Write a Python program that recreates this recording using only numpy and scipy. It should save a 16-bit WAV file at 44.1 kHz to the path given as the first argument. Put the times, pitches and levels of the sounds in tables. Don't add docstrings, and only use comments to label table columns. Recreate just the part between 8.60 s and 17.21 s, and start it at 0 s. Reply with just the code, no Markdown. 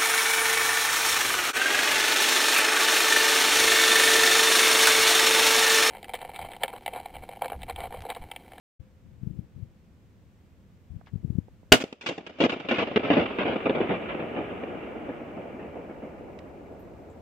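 import sys
import numpy as np
from scipy import signal
from scipy.fft import rfft, irfft, next_fast_len
from scipy.io import wavfile
from scipy.ndimage import uniform_filter1d

SR = 44100
rng = np.random.default_rng(int(sys.argv[2]) if len(sys.argv) > 2 else 0)


def inscribe(sig):
    pcm = np.round(np.clip(np.atleast_2d(sig).T, -1, 1) * 32767)
    wavfile.write(sys.argv[1], SR, pcm.astype(np.int16))


N = 379701
T = np.arange(N) / SR
POP_S = 3.1199

# (frequency [Hz], side against mid [dB])
DIFFUSE_WIDTH = [(60, -3), (110, -5.5), (200, -16), (380, -11.5), (700, -7.5), (1290, 0), (2380, -3.5),
                 (4400, -1), (15000, 3)]
# (frequency [Hz], level [dB])
AMBIENCE_COLOUR = [(15, -35.5), (30, -15.5), (85, -2), (125, -11), (190, -8), (300, -19), (480, -24),
                   (800, -31.5), (2500, -37), (4500, -44.5), (8000, -47), (10500, -55), (13000, -48),
                   (15500, -51)]
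# (time [s], gain [dB])
AMBIENCE_SWELL = [(.19, -56), (.2, 0.5), (3.12, 1), (3.2, -10.5), (3.8, -8.5), (4.8, 5.5), (8.6, 4.5)]
# (time [s], level [dB], centre [Hz], width [octaves], t60 [s], left against right [dB])
HANDLING_TICKS = [(2.411, -38.5, 580, 0.67, 0.014, -13), (2.461, -57, 2200, 0.68, 0.043, -7),
                  (2.47, -50.5, 1220, 0.9, 0.087, 5), (2.883, -42, 444, 0.59, 0.016, -12),
                  (3.031, -53.5, 450, 0.65, 0.027, -16), (7.789, -44, 2500, 0.75, 0.019, -9.5),
                  (8.195, -64, 13000, .2, .13, -4), (8.5, -70.5, 7350, .12, .15, 1)]
# (frequency [Hz], level [dB])
WIND_COLOUR = [(20, -18), (55, -6), (90, 2.5), (170, -8), (300, -17.5), (600, -38.5), (2000, -65.5)]
# (time [s], length [s], level [dB])
WIND_GUSTS = [(0.199, .04, -53), (0.427, 0.16, -49.5), (0.609, 0.2, -37), (0.947, 0.088, -38.5),
              (2.303, 0.062, -41), (2.519, 0.054, -36), (2.625, 0.17, -34)]
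# (time [s], level [dB])
WIND_EDDIES = [(.205, -31.5), (.635, -20.5), (.674, -15), (.711, -22), (.793, -18), (1.032, -27),
               (2.308, -30), (2.366, -27), (2.54, -19.5), (2.559, -16), (2.649, -15.5), (2.705, -13.5),
               (2.757, -18), (2.787, -10)]
# (time [s], length [s], boom level [dB], crack level [dB], focus [0-1])
WALL_ECHOES = [(3.202, 0.022, -34.5, -32.5, 0.53), (3.238, 0.0048, -24, -34.5, 0.63),
               (3.3255, 0.0031, -32.5, -37.5, 0.72), (3.41, 0.018, -54, -43, 0),
               (3.432, 0.048, -50, -53, 0.2), (3.461, 0.02, -38.5, -28, 0.05),
               (3.487, 0.013, -29, -29.5, 0.25), (3.506, 0.019, -35, -42.5, 0.04),
               (3.578, .011, -33, -44, 0.1), (3.606, .006, -42.5, -56, 0.5), (3.664, 0.012, -42, -40, 0.07),
               (3.694, 0.016, -43, -51, 0.1), (3.785, 0.024, -43, -45, 0), (3.802, 0.031, -20, -26.5, 0.32),
               (3.837, 0.028, -19, -26, 0.59), (3.894, 0.013, -32.5, -28, .2),
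               (3.918, 0.025, -30, -33.5, 0), (3.961, 0.0086, -32.5, -59, 0.4),
               (3.998, .013, -37.5, -39.5, 0), (4.048, 0.0088, -34, -44, 0),
               (4.086, .022, -30.5, -29.5, .5), (4.11, 0.023, -22, -28.5, 0.26),
               (4.139, 0.051, -35.5, -33.5, 0.01), (4.183, 0.041, -28, -28.5, 0.02),
               (4.225, 0.015, -26, -33, 0), (4.269, .022, -31.5, -40.5, 0.02),
               (4.311, .012, -30.5, -41, 0.4), (4.3591, .021, -17.5, -26.5, 0.81),
               (4.393, .014, -31, -40, .5), (4.432, 0.076, -30, -36, 0), (4.501, 0.03, -17.5, -27, 0.38),
               (4.53, .032, -26, -29.5, 0.03), (4.567, 0.022, -16.5, -30, 0.05),
               (4.593, .05, -26.5, -31.5, 0.05), (4.655, .01, -35, -32.5, 0),
               (4.702, .018, -33.5, -40.5, .2), (4.785, 0.05, -28, -30, 0), (4.853, 0.091, -27, -35, 0.05),
               (4.956, 0.013, -24, -38, 0.17), (5.056, 0.023, -21.5, -32, 0.34),
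               (5.095, 0.017, -20, -34, 0.8), (5.147, 0.05, -27.5, -37.5, 0.1),
               (5.203, 0.036, -23.5, -37.5, 0), (5.244, 0.05, -35.5, -45.5, 0.1),
               (5.292, 0.04, -24.5, -35, 0.13), (5.337, 0.029, -35, -36.5, 0.1),
               (5.488, .042, -38, -36, 0.5), (5.545, 0.012, -29.5, -42, 0.9), (5.592, 0.054, -36, -46, .1),
               (5.762, 0.056, -30, -42, 0.3), (6.032, 0.012, -30, -45.5, 0.54),
               (6.489, 0.021, -31.5, -53, 0.78), (6.602, 0.038, -40, -69, 0.84),
               (6.771, 0.032, -39, -64, 0.8), (6.991, 0.077, -42.5, -52.5, 0.07),
               (7.154, 0.054, -38.5, -59, 0.25), (7.296, 0.023, -38.5, -54, 0.8),
               (7.421, .035, -39, -55, 0.36)]
# (frequency [Hz], level [dB])
BOOM_COLOUR = [(25, -32.5), (60, -16.5), (120, -10), (170, -5.5), (240, -0.5), (330, -0.5), (430, -1),
               (650, -3.5), (850, -9.5), (1000, -15.5), (1300, -40), (3000, -87)]
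# (frequency [Hz], level [dB])
CRACK_COLOUR = [(500, -48.5), (850, -8.5), (1050, -0.5), (1350, -1.5), (1750, -4), (2300, 3), (2900, 2.5),
                (3500, -1.5), (4100, -10), (5000, -6.5), (7500, -11.5), (9500, -27.5), (15000, -27)]
# (frequency [Hz], relative loss [dB per s of travel])
AIR_LOSS = [(500, 0.5), (1200, -0.24), (2000, 0.63), (2900, 3), (4000, 7.5), (5500, 18), (8000, 27.5),
            (11000, 48.5), (16000, 55)]
# (frequency [Hz], level [dB])
RIP_COLOUR = [(20, -12), (160, -11.5), (280, 0), (640, -2), (1000, -7), (1500, 0), (2000, -6.5),
              (2900, 1.5), (3900, -7.5), (7500, -13.5), (15500, -24)]
# (frequency [Hz], level [dB])
SCATTER_COLOUR = [(20, -26.5), (115, -4.5), (170, -11), (270, -1), (430, -4), (680, -2), (850, -9),
                  (1080, -14), (1400, -6.5), (1900, -11.5), (2850, -8.5), (3900, -16.5), (7500, -24),
                  (15500, -35.5)]
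# (frequency [Hz], level [dB], t60 [s])
BALLOON_MODES = [(257, -9.5, 0.12), (425, -19.5, .1), (560.6, -25, .11), (631, -20, 0.055), (950, -26, .06),
                 (1212, -25, 0.079), (1315, -24.5, .08), (1445, -23.5, 0.11), (1680, -25, .08),
                 (2343, -23, .1), (2749, -17, .11), (2902, -15, .12), (3638, -26, .08), (4506, -25, .08),
                 (4784, -19, .08)]


def amp(db):
    return 10 ** (np.asarray(db) / 20)


def unit_rms(x):
    return x / np.sqrt(np.mean(x ** 2) + 1e-20)


def spectrum_at(points, hz):
    f, value = np.transpose(points)
    return np.interp(np.log(hz + 1), np.log(f + 1), value)


def add(mix, s, sound):
    part = mix[..., round(s * SR):][..., :sound.shape[-1]]
    part += sound[..., :part.shape[-1]]


def noise(colour, size=N, side_db=0):
    n = next_fast_len(size)
    hz = np.fft.rfftfreq(n, 1 / SR)
    mid, side = rfft(rng.standard_normal((2, n)))
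    width = amp(spectrum_at(DIFFUSE_WIDTH, hz) + side_db)
    pair = np.array([mid + width * side, mid - width * side]) / np.sqrt(1 + width ** 2)
    return unit_rms(irfft(pair * amp(spectrum_at(colour, hz)), n)[:, :size])


def wavelet(t, hz):
    u = (np.pi * hz * t) ** 2
    return (1 - 2 * u) * np.exp(-u)


def low_cut(x, hz):
    return signal.sosfilt(signal.butter(2, hz, "high", fs=SR, output="sos"), x)


def ambience(air_db=-56.5, drone_hz=519, drone_db=-73.5, fall_db_per_s=3.5):
    drone_band = [(drone_hz - 25, -90), (drone_hz, 0), (drone_hz + 25, -90)]
    drone = amp(drone_db - fall_db_per_s * T) * noise(drone_band)
    air = amp(air_db) * noise(AMBIENCE_COLOUR, side_db=-1)
    return (air + drone) * amp(np.interp(T, *np.transpose(AMBIENCE_SWELL)))


def handling(rise_s=0.00057):
    out, t = np.zeros((2, N)), T[:SR // 5]
    f = np.fft.rfftfreq(len(t), 1 / SR)
    for s, db, hz, octaves, t60, pan_db in HANDLING_TICKS:
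        colour = np.transpose([f, -4.3 * (np.log2((f + 1) / hz) / octaves) ** 2])
        envelope = amp(db - 60 * t / t60) * (1 - np.exp(-(t / rise_s) ** 2))
        pan = amp([[pan_db / 2], [-pan_db / 2]])
        add(out, s, noise(colour, len(t), side_db=-5.5) * envelope * pan)
    return out


def wind(breeze_db=-64, rise_s=0.014, fall_s=.025, whirl_db=-17, right_db=-23, lee_db=-67):
    blowing = (T > WIND_GUSTS[0][0]) & (T < POP_S)
    force = amp(breeze_db) * blowing
    for s, length, db in WIND_GUSTS:
        rise = np.clip((T - s) / rise_s, 0, 1)
        force += amp(db) * rise * np.exp(-np.maximum(T - s - length, 0) / fall_s)
    left = noise(WIND_COLOUR)[0] * force
    t = T[:SR // 20]
    middle = t[-1] / 2
    for s, db in WIND_EDDIES:
        hz = 122 * 2 ** (0.0438 * (db + 18))
        lead_s = rng.uniform(0, 0.0034)
        whirl = amp(whirl_db) * wavelet(t - middle + lead_s, 1.86 * hz)
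        add(left, s - middle, -amp(db) * (wavelet(t - middle, hz) + whirl))
    lee = noise(WIND_COLOUR)[1] * amp(lee_db) * blowing
    return np.array([left, amp(right_db) * left + lee])


def grain(depth_db, size):
    flicker = unit_rms(uniform_filter1d(rng.standard_normal(N), size))
    return unit_rms(amp(depth_db * flicker))


def skin_colour(x, ring_db=-2, width_hz=32):
    hz = np.fft.rfftfreq(4096, 1 / SR)[:, None]
    peaks_hz = np.array([f for f, db, t60 in BALLOON_MODES if f > 1000])
    resonances = 1 / (1 + (2 * (hz - peaks_hz) / width_hz) ** 2)
    impulse = np.fft.fftshift(irfft(1 + amp(ring_db) * resonances.sum(1)))
    return unit_rms(signal.oaconvolve(x, impulse[None], "same", axes=1))


def air_absorption(x, knots_db=1.5):
    hz, t, spectra = signal.stft(x, SR, nperseg=256, noverlap=192)
    gain = amp(-spectrum_at(AIR_LOSS, hz)[:, None] * np.maximum(t - POP_S, 0))
    power = amp(spectrum_at(CRACK_COLOUR, hz))[:, None] ** 2
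    gain /= np.sqrt((power * gain ** 2).sum(0) / power.sum())
    knots = uniform_filter1d(rng.standard_normal(gain.shape), size=9, axis=1)
    knots = unit_rms(uniform_filter1d(knots, size=3, axis=0))
    gain *= unit_rms(amp(knots_db * knots))
    return signal.istft(spectra * gain, SR, nperseg=256, noverlap=192)[1][:, :N]


def roll_db(s, build_s=1.76, round_trip_s=.328, boom_fall_db_per_s=4.5, crack_fall_db_per_s=7.5):
    age = np.maximum(s - POP_S, 0)
    built = 20 * np.log10(1e-6 + 1 - np.exp(-(age / build_s) ** 3.1))
    surge = 0.5 * np.cos(2 * np.pi * (s - 4.21) / round_trip_s)
    swell = built + surge
    return -23.5 + swell - boom_fall_db_per_s * age, -24 + swell - crack_fall_db_per_s * age


def wake_power(fall_s=0.029, boom_db=-12.5, crack_db=-10.5):
    power = np.zeros((2, N))
    for s, length, boom, crack, focus in WALL_ECHOES:
        unfocused = np.full(int(length * SR), 1 - focus)
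        add(power, s, amp([[boom + boom_db], [crack + crack_db]]) ** 2 * unfocused)
    pole = np.exp(-1 / (fall_s * SR))
    return signal.lfilter([1 - pole], [1, -pole], power)


def stray_echoes(from_s=4.3, per_s=8, against_roll_db=-5.5, spread_db=1.6, length_s=.014, focus=.5):
    rows = []
    for k, (slip, size, stretch) in enumerate(rng.standard_normal((128, 3))):
        s = from_s + (k + abs(slip)) / per_s
        boom, crack = np.array(roll_db(s)) + against_roll_db + spread_db * size
        rows.append((s, length_s * 2 ** (.5 * stretch), boom, crack, focus))
    return [row for row in rows if row[0] < T[-SR // 5]]


def wave_fronts(t, length, spacing, front_hz=340, jitter=0.057):
    count = max(1, int(length / spacing + .5))
    slip, size, turn = rng.standard_normal((3, 64))
    arrivals = .002 + spacing * (np.arange(count) + jitter * slip[:count])
    fronts = (1 + 0.19 * size[:count]) @ wavelet(t - arrivals[:, None], front_hz)
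    phase = 2.94 + .5 * turn[0]
    turned = (signal.hilbert(fronts) * np.exp(1j * phase)).real
    return turned * signal.windows.tukey(len(t), .02)


def tower(rise_s=0.00096, boom_fall_s=0.0075, crack_fall_s=.004, front_gap_s=.004, second_path=0.8):
    boom_noise = noise(BOOM_COLOUR, side_db=-1)
    crack_noise = skin_colour(noise(CRACK_COLOUR) * grain(2.9, size=40))
    roll_boom, roll_crack = np.sqrt(amp(roll_db(T)) ** 2 + wake_power())
    booms = noise(BOOM_COLOUR, side_db=2) * roll_boom * grain(0.97, size=2400)
    cracks = skin_colour(noise(CRACK_COLOUR)) * roll_crack * grain(0.66, size=400)
    t = T[:SR // 6]
    for s, length, boom_db, crack_db, focus in WALL_ECHOES + stray_echoes():
        span = slice(round(s * SR), round(s * SR) + len(t))
        spacing = front_gap_s * np.exp(.12 * rng.standard_normal())
        rise = 1 - np.exp(-(t / rise_s) ** 2)
        after = np.maximum(t - length, 0)
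        shape = rise * np.exp(.6 * (.5 - np.minimum(t / length, 1)))
        scattered = unit_rms(boom_noise[:, span] * shape * np.exp(-after / boom_fall_s))
        fronts = unit_rms(wave_fronts(t, length, spacing))
        body = np.sqrt(focus) * fronts + np.sqrt(1 - focus) * scattered
        add(booms, s, amp(boom_db) * np.sqrt(length / t[-1]) * unit_rms(body))
        pulsing = np.sqrt(1 - focus + focus * fronts ** 2 * length / t[-1])
        envelope = pulsing * shape * np.exp(-after / crack_fall_s)
        clap = amp(crack_db) * crack_noise[:, span] * envelope / np.hypot(1, second_path)
        add(cracks, s, clap)
        add(cracks, s + spacing * rng.uniform(.15, 0.907), second_path * clap)
    return low_cut(booms, hz=80) + air_absorption(cracks)


def skin_rip(t, level_db=-7, run_s=.0045, hold_s=0.0027, release_s=0.011):
    times = np.cumsum([0, run_s, hold_s, release_s])
    shape_db = np.interp(t, times, [-8.5, 3.5, 3.5, -60], right=-120)
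    return noise(RIP_COLOUR, len(t), side_db=-9.5) * amp(level_db + shape_db)


def near_scatter(t, rise_s=0.0098, hold_s=0.0085, t60_s=0.11, trail_t60_s=0.3):
    after = np.maximum(t - rise_s - hold_s, 0)
    fade = np.hypot(amp(-12 - 60 * after / t60_s), amp(-30.5 - 60 * after / trail_t60_s))
    return noise(SCATTER_COLOUR, len(t), side_db=1.5) * np.minimum(t / rise_s, 1) * fade


def skin_ring(t, rise_s=0.00084):
    ring = np.zeros((2, len(t)))
    for hz, db, t60 in BALLOON_MODES:
        cycles = hz * t + rng.random() + 0.076 * rng.standard_normal((2, 1))
        ring += amp(db - 60 * t / t60) * np.sin(2 * np.pi * cycles)
    return ring * np.minimum(t / rise_s, 1)


def balloon_pop(push_db=4, push_hz=290, push_fall_s=.0012, ground_s=0.0032, ground_db=-4):
    t = T[:SR // 4]
    push = amp(push_db) * np.sin(2 * np.pi * push_hz * t) * np.exp(-t / push_fall_s)
    out = skin_rip(t) + near_scatter(t) + skin_ring(t) + push
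    add(out, ground_s, amp(ground_db) * push)
    return low_cut(out, hz=45)


def scene():
    mix = ambience() + wind() + handling() + tower()
    add(mix, POP_S, balloon_pop())
    return mix


def record(dry, ceiling=1.0, edge_hz=15750):
    saturated = dry / (1 + (dry / ceiling) ** 4) ** (1 / 4)
    low_pass = signal.firwin(511, edge_hz, window=("kaiser", 9), fs=SR)
    return signal.oaconvolve(saturated, low_pass[None], "same")


dry = scene()
out = record(dry)
inscribe(out)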